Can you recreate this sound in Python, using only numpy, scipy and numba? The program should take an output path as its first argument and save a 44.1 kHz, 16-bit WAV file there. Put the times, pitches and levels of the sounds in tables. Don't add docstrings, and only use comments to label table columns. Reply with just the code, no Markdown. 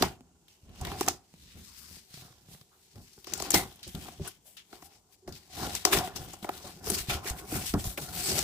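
import sys
import numpy as np
from scipy import signal
from scipy.fft import rfft, irfft
from scipy.io import wavfile
from scipy.ndimage import uniform_filter1d
from numba import njit

SR = 44100
rng = np.random.default_rng(int(sys.argv[2]) if len(sys.argv) > 2 else 0)


def gain_from_db(level_db):
    decades = np.asarray(level_db, float) / 20
    return 10 ** decades


def transcribe(signal):
    frames = np.atleast_2d(signal).T
    limited = np.clip(frames, -1, 1)
    pcm = np.round(limited * 32767).astype(np.int16)
    wavfile.write(sys.argv[1], SR, pcm)


N = 371763


def unit(x):
    return x / np.sqrt(np.mean(x ** 2))


def curves(table):
    s, *columns = np.transpose(table)
    return [np.interp(np.arange(N) / SR, s, c) for c in columns]


def band(x, hz, width_hz):
    b, a = signal.iirpeak(min(hz, .45 * SR), hz / width_hz, SR)
    return signal.lfilter(b, a, x)


@njit
def moving_band(x, hz, k):
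    y, band_state, low_state = np.empty(len(x)), 0., 0.
    for i in range(len(x)):
        g = np.tan(np.pi * hz[i] / SR)
        v = (band_state + g * (x[i] - low_state)) / (1 + g * (g + k))
        band_state = 2 * v - band_state
        low_state += 2 * g * v
        y[i] = k * v
    return y


def body(x, modes):
    out = 0
    for k, (hz, width_hz, db) in enumerate(modes):
        out = out + (-1) ** k * gain_from_db(db) * band(x, hz, width_hz)
    return out


def slips(rate_hz, spread_db):
    when = rng.random(N) < rate_hz / SR
    strength_db = spread_db * np.minimum(rng.exponential(size=N), 3)
    return unit(when * rng.standard_normal(N) * gain_from_db(strength_db))


def flicker(rate_hz):
    k = int(SR / rate_hz)
    held = np.repeat(rng.standard_normal(N // k + 1), k)
    return 1.08 * uniform_filter1d(held, k)[:N]


def patchy(x, modes, patchy_db):
    out = 0
    for hz, width_hz, db in modes:
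        struck = x * rng.choice([-1, 1], N)
        ring = band(band(struck, hz, width_hz), hz, 3 * width_hz)
        out = out + gain_from_db(db + patchy_db * flicker(18)) * ring
    return unit(out)


def strokes(rows, linger, resting_db):
    t = np.arange(0, N + 64, 64) / SR
    s, db, rise_s, fall_s = np.transpose(rows)[:, :, None]
    slope = np.where(t < s, (s - t) / np.abs(rise_s), (t - s) / np.abs(linger * fall_s))
    power = np.sum(gain_from_db(db - 20 * slope ** 1.13) ** 2, axis=0) + gain_from_db(resting_db) ** 2
    return np.interp(np.arange(N) / SR, t, np.sqrt(power))


def spread(x, other, alike):
    port_lag_s = .00012
    alike = np.clip(alike, 0, 1)
    return np.array([np.roll(x, int(port_lag_s * SR)), alike * x + np.sqrt(1 - alike ** 2) * other])


def pan(db):
    return gain_from_db(np.array([db, -db]) / 2)


def add(out, s, sound):
    i = int(s * SR)
    out[..., i:i + sound.shape[-1]] += sound[..., :N - i]


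# (frequency [Hz], density [dB per Hz])
AIR_SPECTRUM = [(18, -36.5), (206, -16), (388, -1), (547, -13.5), (953, -10.5), (1620, -34), (7280, -14.5),
                (15000, -41)]


def air():
    level_db = -71
    hz = np.fft.rfftfreq(N, 1 / SR) + 1
    table_hz, table_db = np.transpose(AIR_SPECTRUM)
    gain = gain_from_db(np.interp(np.log(hz), np.log(table_hz), table_db))
    mid, side = rfft(rng.standard_normal((2, N))) * gain
    side = side * np.minimum(hz / 1200, 1)
    return unit(irfft(np.array([mid + side, mid - side]), N)) * gain_from_db(level_db)


# (time [s], peak level [dB], pitch [Hz])
KNOCKS = [(0.009, -21, 270), (0.63, -46, 90), (0.813, -26, 82), (3.536, -16, 295), (3.866, -38.5, 352),
          (3.944, -26.5, 159), (4.195, -30.5, 386), (5.275, -31.5, 366), (5.849, -22, 408),
          (5.934, -22.5, 401), (6.213, -33, 81.6), (6.425, -32, 205), (6.488, -34, 716), (6.64, -37.5, 576),
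          (6.87, -29, 447), (7.083, -24, 125), (7.305, -24.5, 58), (7.005, -33, 55), (7.118, -28, 65),
          (7.148, -30, 72), (7.565, -27, 205), (7.572, -29, 95), (7.7, -32, 60), (7.775, -30, 130),
          (7.868, -26, 54), (7.522, -22.5, 309), (7.737, -18, 284.5), (7.852, -27, 113),
          (7.975, -34.5, 576)]


def knocks():
    out, t = np.zeros(N), np.arange(SR // 4) / SR
    attack = 1 - np.exp(-t / 0.00043)
    for s, db, hz in KNOCKS:
        ring_s = 0.085 + 4 / hz
        fade = np.exp(-np.log(1000) * t / ring_s) * attack
        modes = np.sin(2 * np.pi * hz * t) + 0.33 * np.sin(2 * np.pi * 1.5 * hz * t)
        add(out, s + 0.00263, gain_from_db(db - 3.5) * fade * modes)
    return out


# (time [s], free flap resonance [Hz], left minus right [dB])
GRIP = [(0.0, 2990, 0.5), (0.84, 2884, 0), (1.03, 5470, -0.6), (1.55, 3510, 4), (1.78, 5070, 12),
        (2.42, 3460, -3), (3.31, 5210, 9.5), (3.75, 3250, 4), (4.65, 3170, 8), (4.81, 5240, 8.5),
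        (6.4, 3015, 6.5), (6.86, 5420, 5.5), (7.32, 1818, 2.5), (8.2, 4610, 6)]


def grip():
    return curves(GRIP)


# (time [s], peak level [dB], colour [Hz], panel share [dB], left minus right [dB])
TICKS = [(5.7514, -16, 6940, -25, 8.9), (5.8518, -3.5, 5700, -11, 6.1), (5.291, -36, 6000, -15, 6),
         (5.667, -26, 3000, -8, 5), (6.0745, -30, 2500, -2, 4), (6.445, -30, 2000, 2, 4),
         (6.677, -36, 7000, -20, 6), (6.63, -41, 7000, -20, 6), (0.9168, -29, 3280, -4.5, -9),
         (1.0095, -12, 6900, -9.5, -0.5), (1.0845, -6, 6300, -18, 0), (2.174, -40, 2500, -14, 0),
         (2.548, -42, 1800, -14, 0), (3.759, -40, 11000, -30, 4), (4.1235, -41, 9000, -30, 5),
         (6.9195, -22, 5500, -20, 6), (3.556, -14, 4500, -20, 6), (3.2445, -31, 3370, -20.5, 4),
         (3.3369, -11, 6200, -35, 8), (3.4234, -22, 6920, -11, 17.5), (3.5184, -14.5, 6390, -23, -5),
         (6.4915, -26.5, 2530, 2, 7), (8.383, -13, 5640, -19, 6), (8.391, -12, 7000, -19, 6)]
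# (time [s], peak level [dB], colour [Hz], panel share [dB], left minus right [dB])
CRACKS = [(0.8123, -26, 7800, -12, 0), (7.722, -34, 9000, -25, 3), (3.5054, -8.5, 7500, -25, 9),
          (6.901, -11, 9250, -22, 8), (1.0785, -20, 1500, 0, 0), (1.0633, -28, 7400, -8, 1.5),
          (3.8776, -32, 8130, -25, 2), (7.2745, -25, 1800, -12, 3.5), (7.1034, -22, 2500, -12, 4),
          (7.132, -25, 4700, -14, 4), (0.0237, -8, 4650, -8.5, 1.7), (0.85, -24, 3570, -12, 6.8),
          (3.3764, -28.5, 7960, -16, 5), (3.4, -21.5, 4870, -8, 3.3), (3.8304, -30, 4230, -46, 1.6),
          (5.9714, -15.5, 2500, -7.5, 3.3), (5.9864, -17.5, 5060, -22, 7), (7.2994, -19.5, 7400, -17, 5),
          (7.7385, -24, 5130, -2, 2.7), (7.8413, -25, 6070, -12.5, 3)]
# (time [s], peak level [dB], colour [Hz], panel share [dB], left minus right [dB])
TEARS = [
    (3.5418, -3.5, 5400, -11.5, 7.5),
    (4.2761, -25, 10560, -38, 7),
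    (5.9279, -9.5, 2710, -9, 5.5),
    (6.1606, -24.5, 5340, -13.5, 12),
    (6.333, -30, 7140, -8, 6),
    (7.0963, -20, 2500, -12, 5),
    (7.9758, -20.5, 2500, -13, 3),
]
# (time [s], peak level [dB], panel share [dB])
CREASES = [(0.4823, -41.5, -50), (0.8699, -26.5, -4.5), (2.142, -34, -25), (2.612, -39.5, -19),
           (3.2704, -35, -4), (3.3223, -34.5, -4.5), (3.4484, -30, -14), (3.9496, -29, -19),
           (4.083, -43.5, 6), (4.5695, -36, -37), (4.7284, -41, 1), (4.8237, -43.5, 2), (5.2769, -35.5, -2),
           (5.3244, -34.5, -23), (6.4278, -33.5, -10), (5.375, -40, -25), (6.54, -39, -19),
           (6.5775, -31.5, -20), (0.6926, -47, -10), (0.759, -45, -10), (2.957, -46, -6),
           (3.1318, -46, -25), (3.2979, -38, -8), (3.7254, -42, -20), (3.7948, -45, -25),
           (4.2542, -32, -15), (6.843, -33, -12), (6.8709, -25, -8), (7.2451, -32, -10), (7.5185, -30, -8),
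           (7.611, -32, -12), (8.0882, -31, -15) ]


def every_snap():
    flap_hz, pan_db = grip()
    creases = []
    for s, db, panel_db in CREASES:
        i = int(s * SR)
        creases.append((s, db, 1.13 * flap_hz[i], panel_db, pan_db[i]))
    kinds_ms = (TICKS, 1.05), (CRACKS, 1.75), (TEARS, 4), (creases, 1.9)
    return [(*row, ms) for rows, ms in kinds_ms for row in rows]


# (frequency [Hz], width [Hz], level [dB])
PANELS = [(308.4, 114, -7.5), (381, 59, -1), (603, 170, -11.5), (733, 60.4, -2), (810.5, 42.3, -4.5),
          (1042, 210, -10), (1414, 138, -12.5), (1730, 320, -19)]


def snaps():
    crack, blow = np.zeros((2, N)), np.zeros((2, N))
    t = np.arange(4096) / SR
    flutter_gain = gain_from_db([[-26], [-26], [-36], [-36]])
    for s, db, hz, panel_db, pan_db, ms in every_snap():
        age = t * 1000 / ms
        shape = age ** 1.3 * np.exp(-age * 1.05)
        flutter = flutter_gain * np.exp(-t / 0.03) * np.minimum(age, 1)
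        burst = rng.standard_normal((4, len(t))) * (shape + flutter)
        burst[:, int(shape.argmax())] += 3.5 * shape.max()
        edge = burst[:2]
        tone = band(edge, hz, 0.31 * hz) + 0.12 * np.diff(edge, prepend=0) + 0.16 * edge
        tone = tone / np.abs(tone).max(axis=1)[:, None]
        recoil = spread(burst[2], burst[3], alike=0.8) / np.linalg.norm(burst[2])
        start_s = s - .0004 - ms * .0006
        add(crack, start_s, tone * gain_from_db(db - 1.0) * pan(pan_db)[:, None])
        add(blow, start_s, recoil * gain_from_db(db + panel_db))
    held = [(hz, 1.75 * width_hz, db) for hz, width_hz, db in PANELS]
    return crack + gain_from_db(43) * body(blow, held)


# (time [s], length [s], colour [Hz], level [dB])
RASPS = [(0.024, .025, 1000, -28), (0.03, .06, 2100, -40), (0.872, .035, 2000, -45),
         (6.489, .008, 950, -28), (2.2, .14, 1300, -63), (0.85, .02, 2100, -45), (0.915, .04, 2600, -48),
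         (1.09, .04, 6000, -42), (1.66, .14, 1100, -65), (1.8, .14, 1300, -64), (2.71, .09, 1200, -67),
         (3.54, .05, 2100, -31), (3.832, .05, 4500, -49), (4.445, .1, 620, -64), (4.571, .06, 3100, -52),
         (5.325, .07, 4200, -55), (5.6, .08, 1700, -50), (5.925, .05, 1900, -33), (6.163, .05, 5500, -46),
         (6.94, .03, 4500, -42), (6.972, .03, 2700, -43), (7.095, .05, 2500, -37), (7.228, .03, 1200, -46),
         (7.26, .035, 2000, -40), (7.53, .06, 2200, -44), (7.61, .03, 2000, -45), (7.66, .04, 3800, -45)]
# (time [s], length [s], pitch [Hz], level [dB])
SCUFFS = [
    (3.539, 0.093, 2055, -33),
    (4.275, 0.01, 1450, -37.5),
    (4.829, 0.16, 800, -64),
    (5.208, 0.2, 384, -61.5),
    (5.923, 0.031, 1740, -25.5),
    (6.002, .11, 736, -35.5),
    (7.099, 0.093, 1380, -41.5),
    (7.268, 0.015, 1800, -39),
    (8.218, 0.25, 8000, -36),
]


def scuffs():
    out = np.zeros((2, N))
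    for rows, share in ((SCUFFS, .097), (RASPS, .45)):
        for s, length_s, hz, db in rows:
            t = np.arange(SR // 4) / SR / length_s
            friction = rng.standard_normal((2, len(t)))
            sing = band(band(friction, hz, share * hz), hz, share * hz)
            shape = np.minimum(8 * t, 1) * np.exp(-2 * t ** 2)
            add(out, s, gain_from_db(db) * unit(spread(*sing, alike=500 / hz)) * shape)
    return out


# (peak time [s], panel level [dB], 20 dB rise [s], 20 dB fall [s], boom level [dB])
TAB_SHOVES = [(0.028, -26, 0.05, 0.08, -28), (0.2, -64, .1, 0.53, -62.5), (0.708, -58, 0.071, 0.084, -44),
              (0.833, -39.5, 0.054, 0.17, -35), (0.94, -40, 0.2, 0.18, -62),
              (1.088, -36.5, 0.12, .085, -39), (1.37, -75, 0.08, 0.55, -56.5),
              (1.57, -55.5, .035, .1, -44.5), (1.95, -65, 0.27, 0.095, -55), (2.24, -55, 0.15, 0.3, -60),
              (2.52, -60, 0.13, 0.16, -58), (2.75, -67, 0.15, .15, -75)]
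# (peak time [s], panel level [dB], 20 dB rise [s], 20 dB fall [s], boom level [dB])
SIDE_SHOVES = [(2.97, -52.5, 0.028, .11, -48), (3.18, -58, 0.025, .04, -56), (3.337, -43, 0.091, 0.51, -47),
               (3.46, -39.5, 0.14, 0.15, -49), (3.556, -23, .02, .1, -29.5),
               (3.876, -75, 0.034, 0.085, -48.5), (3.954, -41.5, 0.0069, 0.089, -34.5),
               (4.046, -46.5, 0.11, 0.23, -49.5), (4.205, -65, 0.026, 0.074, -38),
               (4.27, -39, 0.048, 0.038, -59.5), (4.739, -47, 0.044, 0.1, -57),
               (4.849, -59.5, 0.13, 0.42, -67), (5.288, -47.5, .025, 0.12, -41.5)]
# (peak time [s], panel level [dB], 20 dB rise [s], 20 dB fall [s], boom level [dB])
LID_SHOVES = [(5.648, -29, 0.12, 0.17, -40.5), (5.87, -28, .015, 0.19, -49),
              (5.961, -24, 0.059, 0.14, -32.5), (6.221, -39.5, 0.18, 0.18, -43.5),
              (6.44, -41, 0.032, 0.35, -50.5), (6.66, -42, 0.05, 0.1, -45.5),
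              (6.914, -31, 0.11, .12, -35.5), (7.1, -33, 0.013, 0.16, -39), (7.16, -37.5, 0.12, .045, -48),
              (7.31, -38.5, 0.14, 0.3, -46), (7.558, -31, 0.081, 0.12, -35),
              (7.743, -30, 0.0084, 0.091, -27.5), (7.87, -37.5, 0.046, 0.094, -43),
              (7.983, -36.5, 0.0081, 0.11, -57), (8.05, -58, 0.15, 0.38, -44.5),
              (8.196, -39.5, .3, .3, -48), (8.311, -32.5, 0.095, 0.96, -37.5)]
# (frequency [Hz], width [Hz], level [dB])
BOOM = [(51.8, 4.7, 1), (78.4, 42, 6), (165.3, 64, 1), (196, 89, -3)]


def shaking():
    shoves = TAB_SHOVES + SIDE_SHOVES + LID_SHOVES
    panel_rows = [(s, db, rise_s, fall_s) for s, db, rise_s, fall_s, boom_db in shoves]
    boom_rows = [(s, boom_db, rise_s, fall_s) for s, db, rise_s, fall_s, boom_db in shoves]
    panel = strokes(panel_rows, linger=1, resting_db=-85)
    boom = strokes(boom_rows, linger=1.07, resting_db=-71.5)
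    creak = patchy(np.array([slips(1200, 2.4), slips(1200, 1.5)]), PANELS, 3.2)
    push = patchy(np.array([slips(3000, .6), slips(3000, .6)]), BOOM, 1.3)
    panel_sound = gain_from_db(-5.5) * panel * spread(*creak, alike=0.85)
    boom_sound = gain_from_db(-0.9 + 1.8 * flicker(22)) * boom * spread(*push, alike=0.9)
    return panel_sound + boom_sound


# (peak time [s], hiss level [dB], 20 dB rise [s], 20 dB fall [s], brightness [dB])
TAB_RUBS = [(0.035, -36, .1, .09, -5.5), (4.95, -59.5, 0.11, 0.065, -4.5), (0.494, -59.5, 0.033, 0.17, -7),
            (0.925, -43.5, 0.22, .055, -7), (1.018, -40.5, 0.073, 0.1, -2), (1.088, -39, 0.026, 0.072, -15),
            (1.43, -57, 0.13, 0.87, -5.5), (1.74, -61, 0.18, 0.98, 0), (1.98, -53.5, 0.8, 0.066, -1),
            (2.14, -50, 0.061, 0.27, -4.5), (2.524, -55, 0.086, 0.14, 0.5), (3.05, -61, 0.53, 0.51, -1)]
# (peak time [s], hiss level [dB], 20 dB rise [s], 20 dB fall [s], brightness [dB])
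SIDE_RUBS = [(3.285, -48, .035, 0.74, -24), (3.43, -41.5, 0.12, 0.13, -5), (3.545, -26.5, 0.025, 0.091, 0),
             (3.74, -58, .1, .1, -2), (3.838, -44, 0.008, 0.1, -12), (3.88, -49, .03, .06, 0),
             (4.045, -50, 0.23, 0.2, 0), (4.271, -46.5, 0.1, 0.095, -6.5), (4.48, -61, 0.046, 0.13, 8.5),
             (4.574, -50.5, 0.0082, 0.092, -12), (4.754, -56.5, 0.1, 0.067, -4),
             (4.861, -56.5, 0.08, 0.029, 6), (5.284, -52, 0.0086, 0.044, -3), (5.36, -50, 0.065, .1, -6)]
# (peak time [s], hiss level [dB], 20 dB rise [s], 20 dB fall [s], brightness [dB])
LID_RUBS = [(5.58, -44.5, 0.1, 0.67, -2.5), (5.65, -42, 0.14, 0.1, -6), (5.762, -38.5, 0.12, 0.055, -2.5),
            (5.862, -39, 0.022, 0.17, -8), (5.933, -24, 0.02, 0.07, -2.5), (5.968, -29, .05, .04, -2),
            (5.13, -62, .04, .04, 0), (6.06, -43, 0.18, 0.058, 0), (6.171, -46.5, 0.034, 0.3, -1.5),
            (6.341, -51.5, 0.14, 0.047, -1.5), (6.439, -49, 0.032, 0.049, -0.5),
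            (6.548, -52.5, 0.13, 0.17, -2), (6.67, -49, 0.14, 0.25, -2.5), (6.88, -36, 0.05, 0.16, -2),
            (6.948, -37, .06, .07, 0), (6.99, -39, 0.07, 0.09, 1.5), (7.137, -35, .03, .07, -4),
            (7.106, -30, 0.03, 0.05, -4), (7.282, -34, 0.051, 0.061, -1), (7.393, -46.5, 0.059, 0.048, 2),
            (7.555, -41.5, 0.13, 0.15, 4), (7.62, -43, .02, .1, -3), (7.668, -39, .04, .08, 4),
            (7.695, -41, 0.06, 0.03, 4), (7.801, -43, 0.034, 0.054, 6.5), (7.86, -44.5, 0.04, 0.11, 4),
            (7.915, -47, .06, .05, 4), (8.035, -46, .08, .08, 2), (7.984, -48, .008, 0.22, 4),
            (8.19, -38, .1, .3, 1), (8.265, -34, 0.15, 0.45, -1.5), (8.39, -37, .3, .3, -2)]
# (frequency [Hz], width [Hz], level [dB])
PAPER = [(1660, 1220, -5.5), (2500, 1800, -.5), (3130, 2700, -0.5), (4560, 1500, -6.5), (5330, 2100, 2),
         (6480, 1500, -4.5)]
# (frequency [Hz], width [Hz], level [dB])
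SHEEN = [(8000, 880, -2), (8950, 6100, -6), (12770, 7200, -4), (13400, 2700, -13)]


def rubbing():
    rubs = TAB_RUBS + SIDE_RUBS + LID_RUBS
    resting_db = -77.5
    hiss = strokes([(s, db, rise_s, fall_s) for s, db, rise_s, fall_s, bright_db in rubs], 1, resting_db)
    shine = strokes([(s, db + bright_db, rise_s, fall_s) for s, db, rise_s, fall_s, bright_db in rubs],
                    1, resting_db)
    flap_hz, pan_db = grip()
    grit = gain_from_db(1.3 * flicker(45) + 1.2 * flicker(160))
    fibres = .05 * slips(400, 1.6)
    ports = np.array([slips(12000, 1.3), slips(12000, 1.3)]) + fibres
    flap = [unit(moving_band(x, flap_hz * gain_from_db(.3 * flicker(25)), .18)) for x in ports]
    paper = patchy(ports, PAPER, 3) + .6 * np.array(flap)
    sheen = patchy(ports, SHEEN, 2.2)
    low = gain_from_db(-2.0) * hiss * paper * pan(0.57 * pan_db)
    high = gain_from_db(-0.77) * shine * sheen * pan(1.08 * pan_db)
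    return grit * (low + high)


# (time [s], peak level [dB], pitch [Hz])
TAPS = [(0.2085, -46, 250), (1.3405, -45, 170), (1.555, -48, 90), (1.913, -50, 150), (1.97, -49, 150),
        (2.108, -53, 110), (2.142, -41, 150), (2.174, -44, 125), (2.197, -47, 125), (2.222, -44, 140),
        (2.251, -46, 140), (2.307, -47, 125), (2.465, -52, 110), (2.487, -44, 137), (2.515, -47, 160),
        (2.539, -46, 140), (2.549, -44, 170), (2.614, -48, 137), (2.958, -46, 100), (2.98, -46, 120),
        (3.178, -49, 393), (6.765, -44, 172), (6.919, -27, 200), (7.256, -33, 396)]
# (time [s], peak level [dB])
CLICKS = [
    (0.208, -37),
    (1.34, -36),
    (1.9125, -40),
    (1.9695, -38),
    (2.1425, -42),
    (2.174, -43),
    (2.6145, -45),
    (3.951, -30),
]


def taps():
    out, t = np.zeros(N), np.arange(SR // 8) / SR
    ring_s, click_s = .06, .00006
    for s, db, hz in TAPS:
        fade = np.exp(-np.log(1000) * t / ring_s)
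        add(out, s, gain_from_db(db) * fade * np.cos(2 * np.pi * hz * t - .6))
    for s, db in CLICKS:
        add(out, s, -gain_from_db(db) * np.exp(-t / click_s))
    return spread(out, 0 * out, alike=1)


@njit
def walls(x, lags, gain, damp):
    line, soft, out = np.zeros((8, 4096)), np.zeros(8), np.zeros((2, len(x)))
    for i in range(len(x)):
        total = 0.
        for k in range(8):
            soft[k] += (1 - damp) * (gain[k] * line[k, (i - lags[k]) & 4095] - soft[k])
            total += soft[k]
            out[k % 2, i] += soft[k]
        for k in range(8):
            line[k, i & 4095] = x[i] + soft[k] - total / 4
    return out


def scene():
    room_t60_s, room_db, room_damp = 0.37, -25.5, 0.55
    box = knocks() + snaps() + scuffs() + shaking() + rubbing() + taps()
    lags = rng.integers(400, 1800, 8)
    room = walls(box.mean(axis=0), lags, gain_from_db(-60 * lags / SR / room_t60_s), room_damp)
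    return box + gain_from_db(room_db) * room + air()


def roll_off(x):
    return signal.sosfilt(signal.butter(12, 16600, fs=SR, output="sos"), x)


def record(dry):
    low_pass = signal.ellip(8, .5, 45, 15500, fs=SR, output="sos")
    mix = signal.sosfilt(low_pass, dry)
    return roll_off(mix)


dry = scene()
out = record(dry)
transcribe(out)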